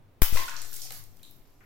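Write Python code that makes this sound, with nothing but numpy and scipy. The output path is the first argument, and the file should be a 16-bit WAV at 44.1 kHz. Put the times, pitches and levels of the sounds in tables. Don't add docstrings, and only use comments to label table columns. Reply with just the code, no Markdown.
import sys
import numpy as np
from scipy import signal
from scipy.fft import rfft, irfft
from scipy.io import wavfile

SR = 44100
rng = np.random.default_rng(int(sys.argv[2]) if len(sys.argv) > 2 else 0)


def generate_wav(sig):
    pcm = np.round(np.clip(np.atleast_2d(sig).T, -1, 1) * 32767).astype(np.int16)
    wavfile.write(sys.argv[1], SR, pcm)


N = 72765
T = np.arange(N) / SR
HZ = np.fft.rfftfreq(N, 1 / SR)


def amp(db):
    return 10 ** (np.asarray(db) / 20)


def unit(x):
    return x / np.sqrt(np.mean(x ** 2) + 1e-20)


def read(points, hz):
    f, value = np.transpose(points)
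    return np.interp(np.log(hz + 1), np.log(f + 1), value)


def hump(hz, octaves):
    distance = np.log2((HZ + 1) / hz) / octaves
    return np.maximum(-10 * np.log10(np.e) * distance ** 2, -70)


def colour(x, db):
    log_gain = np.log(unit(amp(db)))
    both_sides = np.r_[log_gain, log_gain[1:N - len(HZ) + 1][::-1]]
    response = np.exp(np.conj(signal.hilbert(both_sides)))
    taps = np.fft.ifft(response).real[:4096]
    return signal.fftconvolve(x, taps[None], axes=1)[:, :N]


def pan(db):
    return amp(np.array([[db], [-db]]) / 2)


def swell(age, rise_s, decay_s):
    return (1 - np.exp(-age / rise_s)) * np.exp(-age / decay_s)


def burst(s, decay_s, rise_s):
    noise = rng.standard_normal((3, N))
    age = np.maximum(T - s, 0)
    return unit(noise[:2] + 0.4 * noise[2]) * swell(age, rise_s, decay_s)


def room(x, wet_db):
    # frequency in Hz, time to fall by 60 dB in seconds.
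    decay_times = [(100, 0.6), (300, 0.16), (900, 0.3), (2000, 0.31), (5500, 0.31), (10000, 0.23),
                   (15000, 0.28)]
    gap_s, build_s = 0.00067, 0.002
    t = T[:SR * 3 // 4]
    density = np.minimum(.08 + t / .08, 1)
    echoes = rng.standard_normal((2, len(t))) * (rng.random((2, len(t))) < density)
    echoes *= np.clip((t - gap_s) / build_s, 0, 1)
    hz, at, bands = signal.stft(echoes, SR, nperseg=256)
    fade = amp(-60 * at / read(decay_times, hz)[:, None])
    tail = signal.istft(bands * fade, SR, nperseg=256)[1]
    tail /= np.linalg.norm(tail, axis=1, keepdims=True)
    return amp(wet_db) * signal.fftconvolve(x, tail, axes=1)[:, :N]


def pop():
    # start in seconds, level in dB relative to pop_db.
    rips = [(.2189, -0.5), (.2197, 0), (0.2215, -0.5), (0.2271, -6.5), (0.2332, -7.5), (0.236, -23)]
    # frequency in Hz, relative level in dB.
    snap_spectrum = [(100, -6), (400, -6.5), (600, -3.5), (1000, 1.5), (1700, 2.5), (2200, 0), (4300, 0),
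                     (5500, 0), (7500, 0.5), (9000, -0.5), (10800, 0.5), (12000, 7.5), (15500, 3.5)]
    # pitch in Hz, level in dB before panning, decay in seconds.
    knock_modes = [(270, -37, 0.0017), (387, -20.5, 0.0018), (744, -27.5, 0.0027), (1110, -26, 0.002),
                   (1570, -27.5, .003), (2200, -19.5, 0.001)]
    pop_db, crack_decay_s, crack_rise_s = -10.5, 0.00078, 0.00005
    knock_s = .2193
    bursts = sum(amp(pop_db + db) * burst(s, crack_decay_s, crack_rise_s) for s, db in rips)
    cracks = colour(bursts, read(snap_spectrum, HZ))
    age = np.maximum(T - knock_s, 0)
    knock = sum(amp(db) * np.exp(-age / decay) * np.sin(2 * np.pi * hz * age)
                for hz, db, decay in knock_modes)
    return (cracks + room(cracks, wet_db=0)) * pan(db=3) + knock * pan(db=8)


def spray():
    # frequency in Hz, relative level in dB.
    mist_spectrum = [(300, -28.5), (1700, -3.5), (4500, -17), (7400, -8), (9000, -16), (10500, -14),
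                     (12000, 0), (15500, -2)]
    hiss = colour(burst(s=.222, decay_s=0.019, rise_s=.004), read(mist_spectrum, HZ))
    return amp(-16.5) * hiss * pan(db=-1.5)


def puffs():
    # start in seconds, left and right pressure (full scale is 1, before the envelope
    # and leak), rise in seconds, release in seconds.
    shoves = [(0.2209, 0.18, -0.012, 0.000045, 0.038), (0.2194, -0.9, -0.16, 0.0017, 0.026),
              (0.3263, 0.22, 0.0073, 0.0017, 0.28), (.349, 0.089, 0.095, 0.0022, 0.13)]
    leak_hz = 2.17
    steps = np.zeros((2, N))
    for s, left, right, rise, release in shoves:
        age = np.maximum(T - s, 0)
        steps += np.array([[left], [right]]) * swell(age, rise, release)
    return signal.sosfilt(signal.butter(1, leak_hz, "high", fs=SR, output="sos"), steps)


def bubbles():
    # start in seconds, starting pitch in Hz, level in dB before
    # the envelope, decay in seconds, pitch rise per decay time as a fraction.
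    trapped = [(0.3709, 1011, -25.5, 0.0056, 0.037), (.371, 1920, -23, 0.0025, 0.031),
               (0.371, 2560, -32, 0.0048, 0.073), (.392, 1050, -32, 0.011, .005),
               (.42, 1038, -31, 0.011, 0.0058), (.436, 3670, -31.5, 0.0019, 0.0069),
               (0.4804, 1420, -28, 0.0051, 0.019), (.484, 930, -42, 0.014, .001),
               (.49, 1055, -40, 0.0084, 0.0056), (.487, 2505, -34.5, 0.0029, .03),
               (0.491, 1760, -28.5, 0.0017, .04), (0.516, 1567, -34.5, 0.0042, 0.033),
               (.535, 1209, -40, 0.0052, 0.027), (.578, 1660, -40, 0.004, 0.041),
               (.77, 2100, -42.5, 0.0019, 0.025), (0.817, 5230, -28, 0.0016, 0.018),
               (0.833, 5100, -29, 0.0011, 0.038), (.85, 760, -53.5, 0.012, 0.012),
               (0.907, 4130, -27.5, 0.00097, 0.036), (.908, 710, -40, 0.003, .05),
               (.909, 1216, -45, 0.0029, .03), (.912, 485, -45.5, 0.0038, .04),
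               (1.233, 3770, -34.5, 0.0014, 0.036), (1.24, 3100, -51.5, 0.0035, .01),
               (1.25, 3630, -40.5, 0.0018, 0.04), (1.267, 3800, -52, .0015, .02),
               (1.289, 3600, -55, .002, 0.018), (1.606, 2380, -53, 0.0015, 0.016)]
    rise_s, room_db = 0.00081, 0.5
    rings = []
    for s, hz, db, decay, pitch_rise in trapped:
        age = np.maximum(T - s, 0)
        pitch = hz * (1 + pitch_rise * np.minimum(age / decay, 10))
        turns = np.cumsum(pitch * (age > 0)) / SR
        rings.append(amp(db) * swell(age, rise_s, decay) * np.sin(2 * np.pi * turns))
    wet = sum(room(sum(rings[k::3]) * pan(0), room_db) for k in range(3))
    return sum(rings) + wet


def drops():
    # start in seconds, level in dB before envelope and panning,
    # centre in Hz, width in octaves, decay in seconds, left-over-right level in dB, room send in dB.
    landings = [(0.3255, -38.5, 3900, 2.46, 0.029, 15.5, 4), (0.358, -26, 490, 1.46, 0.0024, 9.5, -10.5),
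                (0.37, -30.5, 3300, 1.56, 0.0095, -4.5, 2.5), (0.456, -36, 6510, 1.5, 0.0041, 2, 5),
                (0.481, -34, 2120, 1.43, 0.0054, -6, 2), (0.494, -31, 6160, 0.25, 0.0022, 4, -2.5),
                (0.564, -31, 5250, 0.36, 0.0036, -1.5, 2.5), (0.575, -38, 5900, 0.21, 0.0014, 3, 5.5),
                (.617, -30.5, 8100, 0.55, 0.0027, 0, 2), (0.7292, -29.5, 11000, 1.36, 0.0025, -3, 4),
                (0.739, -31.5, 9900, 1.36, 0.004, 1, 2), (0.763, -32, 9500, 1.06, 0.0045, 1, -3),
                (.8182, -29.5, 6470, 0.55, 0.0018, -2, 5), (0.849, -37, 10500, 0.28, 0.0027, 5, -6),
                (0.9054, -32.5, 3180, 2.1, 0.0027, 3.5, -4.5), (0.9208, -31.5, 9200, 1.9, .003, -7, -1),
                (.966, -53, 9000, 0.83, 0.0025, 5, -5), (0.9728, -38, 13200, 0.42, 0.0034, 2, -1),
                (1.0393, -34.5, 11100, .9, 0.0007, 1, -5), (1.1696, -49.5, 9160, 1.2, 0.0022, 1, 0),
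                (1.2308, -38, 9500, 1.6, 0.0013, 0.5, 3), (1.309, -42.5, 13500, 0.35, 0.0034, -1, -3.5),
                (1.6045, -55.5, 1570, 0.53, 0.011, 2, 3)]
    rise_share = 0.21
    splats, sends = [], []
    for s, db, hz, width, decay, side, room_db in landings:
        noise = burst(s, decay, rise_share * decay)
        splat = amp(db) * pan(side) * colour(noise, hump(hz, width))
        splats.append(splat)
        sends.append(amp(room_db) * splat)
    return sum(splats) + sum(room(sum(sends[k::3]), 0) for k in range(3))


def shower(spectrum, per_s, level_db, low_hz, high_hz, count=24):
    decay_cycles, pitch_rise = 2.8, 0.065
    size_db, spread = 3, 0.63
    out = np.zeros((2, N))
    for hz in np.geomspace(low_hz, high_hz, count):
        turns = hz * T[:1500]
        bend = 1 + pitch_rise * np.minimum(turns / decay_cycles, 2) / 2
        grain = np.exp(-turns / decay_cycles) * np.sin(2 * np.pi * turns * bend)
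        size = amp(size_db * np.minimum(rng.exponential(1, N), 4))
        hits = size * (rng.random(N) < per_s / count / SR)
        shared_sign = rng.choice([-1, 1], N)
        train = hits * (shared_sign + spread * rng.uniform(-2.58, 3.2, (2, N)))
        out += signal.oaconvolve(train, np.sqrt(hz) * unit(grain)[None], axes=1)[:, :N]
    out = unit(colour(out, read(spectrum, HZ))) * amp(level_db) / 2
    return out + room(out, wet_db=2)


def falling_water():
    # time in seconds, level of the low splash in dB, level of the fine
    # spatter in dB, both before the halving in shower, the room and the panning.
    flow = [(.22, -86, -98), (.25, -55, -55), (0.309, -45.5, -42), (0.378, -33.5, -37), (0.449, -49.5, -48),
            (.53, -47, -51), (0.622, -50, -52), (0.701, -56.5, -46.5), (0.781, -55, -43.5),
            (.88, -54.5, -50.5), (0.939, -55.5, -40.5), (1.029, -69.5, -63.5), (1.2, -68.5, -65),
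            (1.3, -73, -60.5), (1.451, -73, -69), (1.65, -82, -70.5)]
    # frequency in Hz, relative level in dB.
    splash_spectrum = [(100, -8.5), (350, -2), (600, -3.5), (1000, -3.5), (2000, -1.5), (3500, -3.5),
                       (7000, -13), (16000, -9)]
    # frequency in Hz, relative level in dB.
    spatter_spectrum = [(300, 2), (2000, -24), (4000, -1), (6000, 1), (7500, -0.5), (9000, -6),
                        (12000, 5.5), (15000, 2.5), (16000, -9)]
    s, splash_db, spatter_db = np.transpose(flow)
    splash = shower(splash_spectrum, 1100, np.interp(T, s, splash_db), low_hz=298.5, high_hz=6970)
    spatter = shower(spatter_spectrum, 2600, np.interp(T, s, spatter_db), low_hz=2070, high_hz=16100)
    return splash * pan(db=1.5) + spatter * pan(db=-2.6)


def background():
    # frequency in Hz, relative level in dB.
    air_spectrum = [(20, 6.5), (53, -17.5), (104, -6), (190, -14.5), (300, -14), (560, -20), (850, -21.5),
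                    (1500, -29.5), (2500, -32.5), (8000, -45.5), (16000, -40.5)]
    # time in seconds, level in dB.
    rumble_levels = [(0, -62.5), (.78, -70), (.92, -58), (1.12, -61), (1.4, -76), (1.65, -67.5)]
    air_db = -55.5
    noise = rng.standard_normal((4, N))
    same = np.interp(HZ, [100, 900], [.85, .3])
    mixed = rfft(noise[:2]) * np.sqrt(abs(1 - same)) + rfft(noise[2]) * np.sqrt(same)
    air = irfft(mixed * amp(read(air_spectrum, HZ)), N)
    rumble = irfft(rfft(noise[3]) * amp(hump(hz=102.8, octaves=0.35)), N)
    rumble_gain = amp(np.interp(T, *np.transpose(rumble_levels)))
    return amp(air_db) * unit(air) + rumble_gain * unit(rumble)


def scene():
    return pop() + spray() + puffs() + bubbles() + drops() + falling_water() + background()


def record(dry):
    edge_hz = 16050
    taps = signal.firwin(511, edge_hz, window=("kaiser", 9), fs=SR)
    return signal.oaconvolve(dry, taps[None], "same")


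dry = scene()
out = record(dry)
generate_wav(out)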